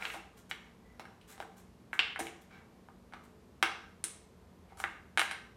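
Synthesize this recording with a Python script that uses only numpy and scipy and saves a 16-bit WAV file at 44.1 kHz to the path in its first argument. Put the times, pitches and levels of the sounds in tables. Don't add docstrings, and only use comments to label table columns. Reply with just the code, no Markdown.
import sys
import numpy as np
from scipy import signal
from scipy.fft import rfft, irfft
from scipy.io import wavfile

SR = 44100
rng = np.random.default_rng(int(sys.argv[2]) if len(sys.argv) > 2 else 0)


def bounce(signal):
    frames = np.transpose(np.atleast_2d(signal))
    limited = np.clip(frames, -1, 1)
    pcm = np.round(limited * 32767).astype(np.int16)
    wavfile.write(sys.argv[1], SR, pcm)


N = 245318


def amp(db):
    return 10 ** (np.asarray(db) / 20)


def unit_rms(x):
    return x / np.sqrt(np.mean(x ** 2) + 1e-20)


def curve_at(points, hz):
    f, value = np.transpose(points)
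    return np.interp(np.log(hz + 1), np.log(f + 1), value)


def add(mix, s, sound):
    start = round(s * SR)
    sound = sound[max(-start, 0):]
    part = mix[max(start, 0):][:len(sound)]
    part += sound[:len(part)]


def coloured(x, points):
    gain = amp(curve_at(points, np.fft.rfftfreq(len(x), 1 / SR)))
    return unit_rms(irfft(rfft(x) * gain, len(x)))


def drift(size, rate_hz):
    points = rng.standard_normal(1024)
    return unit_rms(np.interp(2 * rate_hz * np.arange(size) / SR, np.arange(len(points)), points))


def wavering_tone(size, hz, wander_hz, rate_hz):
    pitch_hz = hz + wander_hz * drift(size, rate_hz)
    return np.sin(2 * np.pi * np.cumsum(pitch_hz) / SR)


def stick_slip(strokes, spectrum, grains_per_s, spread_db):
    grains = rng.standard_normal(N) * (rng.random(N) < grains_per_s / SR)
    grains *= amp(spread_db * np.minimum(rng.exponential(1, N), 4))
    pressure = np.zeros(N)
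    for s, length, db in strokes:
        add(pressure, s, amp(db) * signal.windows.tukey(round(length * SR), .6))
    return pressure * coloured(grains, spectrum)


def scrapes():
    # start in seconds, length in seconds, level in dB.
    strokes = [(-.03, 0.23, -59.5), (.36, 0.05, -65.5), (.49, 0.023, -60), (1.27, 0.075, -60),
               (1.39, 0.047, -63.5), (1.56, 0.053, -64.5), (1.93, 0.026, -59.5), (2.19, 0.016, -44),
               (2.21, 0.078, -61.5), (2.41, 0.018, -66.5), (3.23, 0.032, -71.5), (4.78, 0.046, -53.5),
               (5.18, 0.067, -50)]
    # frequency in Hz, relative level in dB.
    frost = [(300, -17), (1000, 10), (2500, 6), (5000, 0), (7000, 4.5), (9000, 4.5), (11000, -1),
             (13000, 1), (16000, -10.5)]
    return stick_slip(strokes, frost, grains_per_s=2500, spread_db=1.5)


def slides():
    # start in seconds, length in seconds, relative level in dB.
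    strokes = [(-.04, 0.13, -44), (.62, 0.075, -63), (.78, 0.43, -73.5), (1.29, 0.072, -62.5),
               (2.48, 0.14, -59.5), (4.68, 0.049, -65)]
    # frequency in Hz, relative level in dB.
    glass = [(200, -15), (700, 5.5), (1300, 10.5), (2300, 5.5), (3200, -5), (5000, -8.5), (16000, -26)]
    force = stick_slip(strokes, glass, grains_per_s=2000, spread_db=3)
    return amp(-6) * irfft(rfft(force) * dish_on_counter(np.fft.rfftfreq(N, 1 / SR)), N)


def dish_on_counter(hz):
    # frequency in Hz, gain over the bare force in dB, T60 in seconds.
    modes = [(81, 20.5, 0.63), (337.2, 15, 0.14), (447.5, 12.5, 0.33), (723, -4.5, 0.12), (787, 6.5, 0.082),
             (937, -3.5, 0.085), (1228, -3, 0.036), (1293, -4, 0.28), (1483, -11.5, 0.035),
             (1544, 0.5, 0.33), (1565, 1.5, 0.36), (1620, -0.5, 0.313), (1680, -6, 0.36), (2164, -1, 0.032),
             (2250, -6.5, 0.1), (2740, 0.5, 0.029), (2934, -1.5, 0.048), (3270, -4.5, 0.0027),
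             (3892, 1.5, 0.011), (5520, 6, .15), (7830, -15, 0.039), (9340, -11.5, 0.0019)]
    return 1 + sum(amp(db) / (1 + 2j * np.pi * (hz - f) * t60 / np.log(1000)) for f, db, t60 in modes)


def room_air(level_db=-60, low_cut_hz=48):
    # frequency in Hz, relative spectral density in dB.
    spectrum = [(12, -60), (20, -42), (43, -1.5), (150, -7), (182, -1.5), (285, -11), (388, -9),
                (422, -11.5), (873, -18), (1030, -17.5), (1370, -24), (1960, -26.5), (2390, -29),
                (13900, -41), (16000, -68)]
    rush = amp(level_db) * coloured(rng.standard_normal(N), spectrum)
    return signal.sosfilt(signal.butter(2, low_cut_hz, "highpass", fs=SR, output="sos"), rush)


def refrigerator(waver_db=2.5):
    # frequency in Hz, central rms level in dB.
    partials = [(59.6, -73.5), (183.5, -70), (237.2, -71.5), (432, -73.5), (463, -79.5)]
    hum = np.zeros(N)
    for hz, db in partials:
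        rms = amp(db + waver_db * drift(N, 2.5))
        hum += np.sqrt(2) * rms * wavering_tone(N, hz, wander_hz=.43, rate_hz=2.08)
    return hum


def drone():
    # time in seconds, rms level in dB.
    swell = [(0, -81.5), (3.5, -70.5), (3.901, -69), (5.05, -65), (5.3, -73)]
    level_db = np.interp(np.arange(N) / SR, *np.transpose(swell))
    return amp(level_db) * unit_rms(wavering_tone(N, hz=80.7, wander_hz=1, rate_hz=2.2))


def impact(hz, strength_db, pitch_hz, blunt_db, crack_db, rise_db=8.5, ring_db=3.5, ring_octaves=.19):
    # frequency in Hz, relative level in dB.
    crack = [(30, -44), (200, -15.5), (1500, -16.5), (4100, -7), (6800, -5), (9300, 3.5), (11500, -8),
             (16000, -27.5)]
    octaves = np.log2((hz + 1) / pitch_hz)
    hump = 2 / (amp(-rise_db * octaves) ** 2 + amp(blunt_db * octaves) ** 2)
    peak_db = ring_db / (1 + (octaves / ring_octaves) ** 2)
    power = amp(strength_db + peak_db) ** 2 * hump + amp(crack_db + curve_at(crack, hz)) ** 2
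    log_gain = np.log(np.r_[power, power[-2:0:-1]]) / 2
    return np.exp(np.conj(signal.hilbert(log_gain)))[:len(hz)]


def crumbling(hz, decay_s=.0028, corner_hz=4500, treble_share=.4):
    t = np.arange(2 * len(hz) - 2) / SR
    crumbs = rng.standard_normal(len(t)) * np.exp(-t / decay_s)
    share = treble_share * hz ** 3 / (hz ** 3 + corner_hz ** 3)
    return np.sqrt(1 - share) + np.sqrt(share) * rfft(crumbs / np.linalg.norm(crumbs))


def knocks(level_db=-2.2, travel_s=.000602, reference_hz=1500, size=16384):
    # start in seconds, strength in dB, contact pitch in Hz,
    # bluntness in dB per octave, frost crack in dB, reverberation in dB.
    blows = [(0.0236, -4.5, 2340, 38, -47, -14), (0.0527, -2.5, 2550, 18.5, -36, -6),
             (0.1015, -8, 2230, 22, -41, -3.5), (0.1382, -16, 2360, 19, -29, -0.5),
             (0.143, -10.5, 830, 10, -50, 3), (0.5121, -1.5, 1950, 13, -54, -6.5),
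             (0.996, -9, 820, 7.5, -50, -2.5), (1.053, -20, 1610, 18, -44, -0.5),
             (1.213, -34, 2780, 13, -46, 0), (1.379, -18, 800, 9, -41, -9), (1.402, -2, 794, 10, -47, -6),
             (1.425, -11, 1570, 23, -51, -9.5), (1.9307, 0, 1890, 28, -29, -4.5),
             (1.9919, 9, 2600, 19.5, -41, -3), (2.16, -1.5, 1800, 26, -38, -5.5),
             (2.192, -2, 710, 14, -16.5, -1), (2.2028, -3.5, 2040, 39, -16, -6),
             (2.208, 0.5, 327, 16, -21, -7), (2.2686, -11, 2420, 22, -27, -4),
             (2.8861, -15.5, 1140, 21, -54.5, -7), (3.124, -19.5, 1400, 17, -51, -3.5),
             (3.136, -9, 1230, 13, -44, -3), (3.627, 12, 1434, 10, -16, -4.5),
             (4.0404, -11.5, 1820, 13, -3.5, -3.5), (4.7215, -17.5, 850, 17, -54, -3.5),
             (4.772, -25, 1290, 25, -32.5, 3), (4.801, -4.5, 1380, 19, -22, -6.5),
             (4.8395, 6.5, 1730, 19, -27, -7), (5.1744, 9, 1610, 13.5, -12, -6.5),
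             (5.181, 0, 2400, 19, -17, -1), (5.1945, 7.5, 1700, 11, -8.5, -4),
             (5.2157, 7.5, 1590, 13, -26, -11.5), (5.3115, -3, 1750, 12.5, -19.5, -2)]
    hz = np.fft.rfftfreq(size, 1 / SR)
    dispersion = np.exp(-4j * np.pi * travel_s * np.sqrt(hz * reference_hz))
    out = np.zeros(N)
    for s, *contact, room_db in blows:
        force = crumbling(hz) * impact(hz, *contact)
        knock = irfft(force * dish_on_counter(hz) * dispersion)[:size * 3 // 4]
        add(out, s, kitchen(knock, wet_db=room_db, early_db=2.5))
    return amp(level_db) * out


def kitchen(x, wet_db, early_db, early_s=.013, gap_s=.0051, size=26000):
    # frequency in Hz, T60 in seconds.
    decay_times = [(100, 0.2), (300, 0.57), (1600, 0.52), (3500, 0.49), (6000, 0.52), (10000, 0.32),
                   (16000, .2)]
    t = np.arange(size) / SR
    echoes = rng.choice([-1., 1.], size) * (rng.random(size) < 5000 / SR)
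    hz, frame_s, spectra = signal.stft(echoes, SR, nperseg=256)
    decay = amp(-60 * frame_s / curve_at(decay_times, hz)[:, None])
    tail = signal.istft(spectra * decay, SR, nperseg=256)[1][:size]
    tail *= np.clip((t - gap_s) / gap_s, 0, 1)
    early = rng.standard_normal(size) * np.exp(-t / early_s) * (t > .001)
    response = amp(wet_db) * (tail / np.linalg.norm(tail) + amp(early_db) * early / np.linalg.norm(early))
    response[0] += 1
    for delay_s, db in ((.001284, -7), (.0078, -13)):
        response[round(delay_s * rng.uniform(.98, 1.02) * SR)] += amp(db)
    return signal.fftconvolve(x, response)


def squeaks():
    # start in seconds, length in seconds, pitch in Hz, rms level in dB.
    drags = [(0.8, 0.17, 1960, -78), (2.496, 0.123, 2260, -71.5)]
    out = np.zeros(N)
    for s, length, hz, db in drags:
        size = round(length * SR)
        tone = wavering_tone(size, hz, wander_hz=45, rate_hz=92.6)
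        add(out, s, amp(db) * unit_rms(tone * signal.windows.tukey(size, .5)))
    return out


def scene():
    impacts = knocks()
    friction = kitchen(scrapes() + slides() + squeaks(), wet_db=-1.5, early_db=-3.5)[:N]
    return (impacts + friction + room_air() + refrigerator() + drone())[None]


def record(dry):
    low_pass = signal.firwin(511, 16000, window=("kaiser", 9), fs=SR)
    return signal.oaconvolve(dry, low_pass[None], "same")


dry = scene()
out = record(dry)
bounce(out)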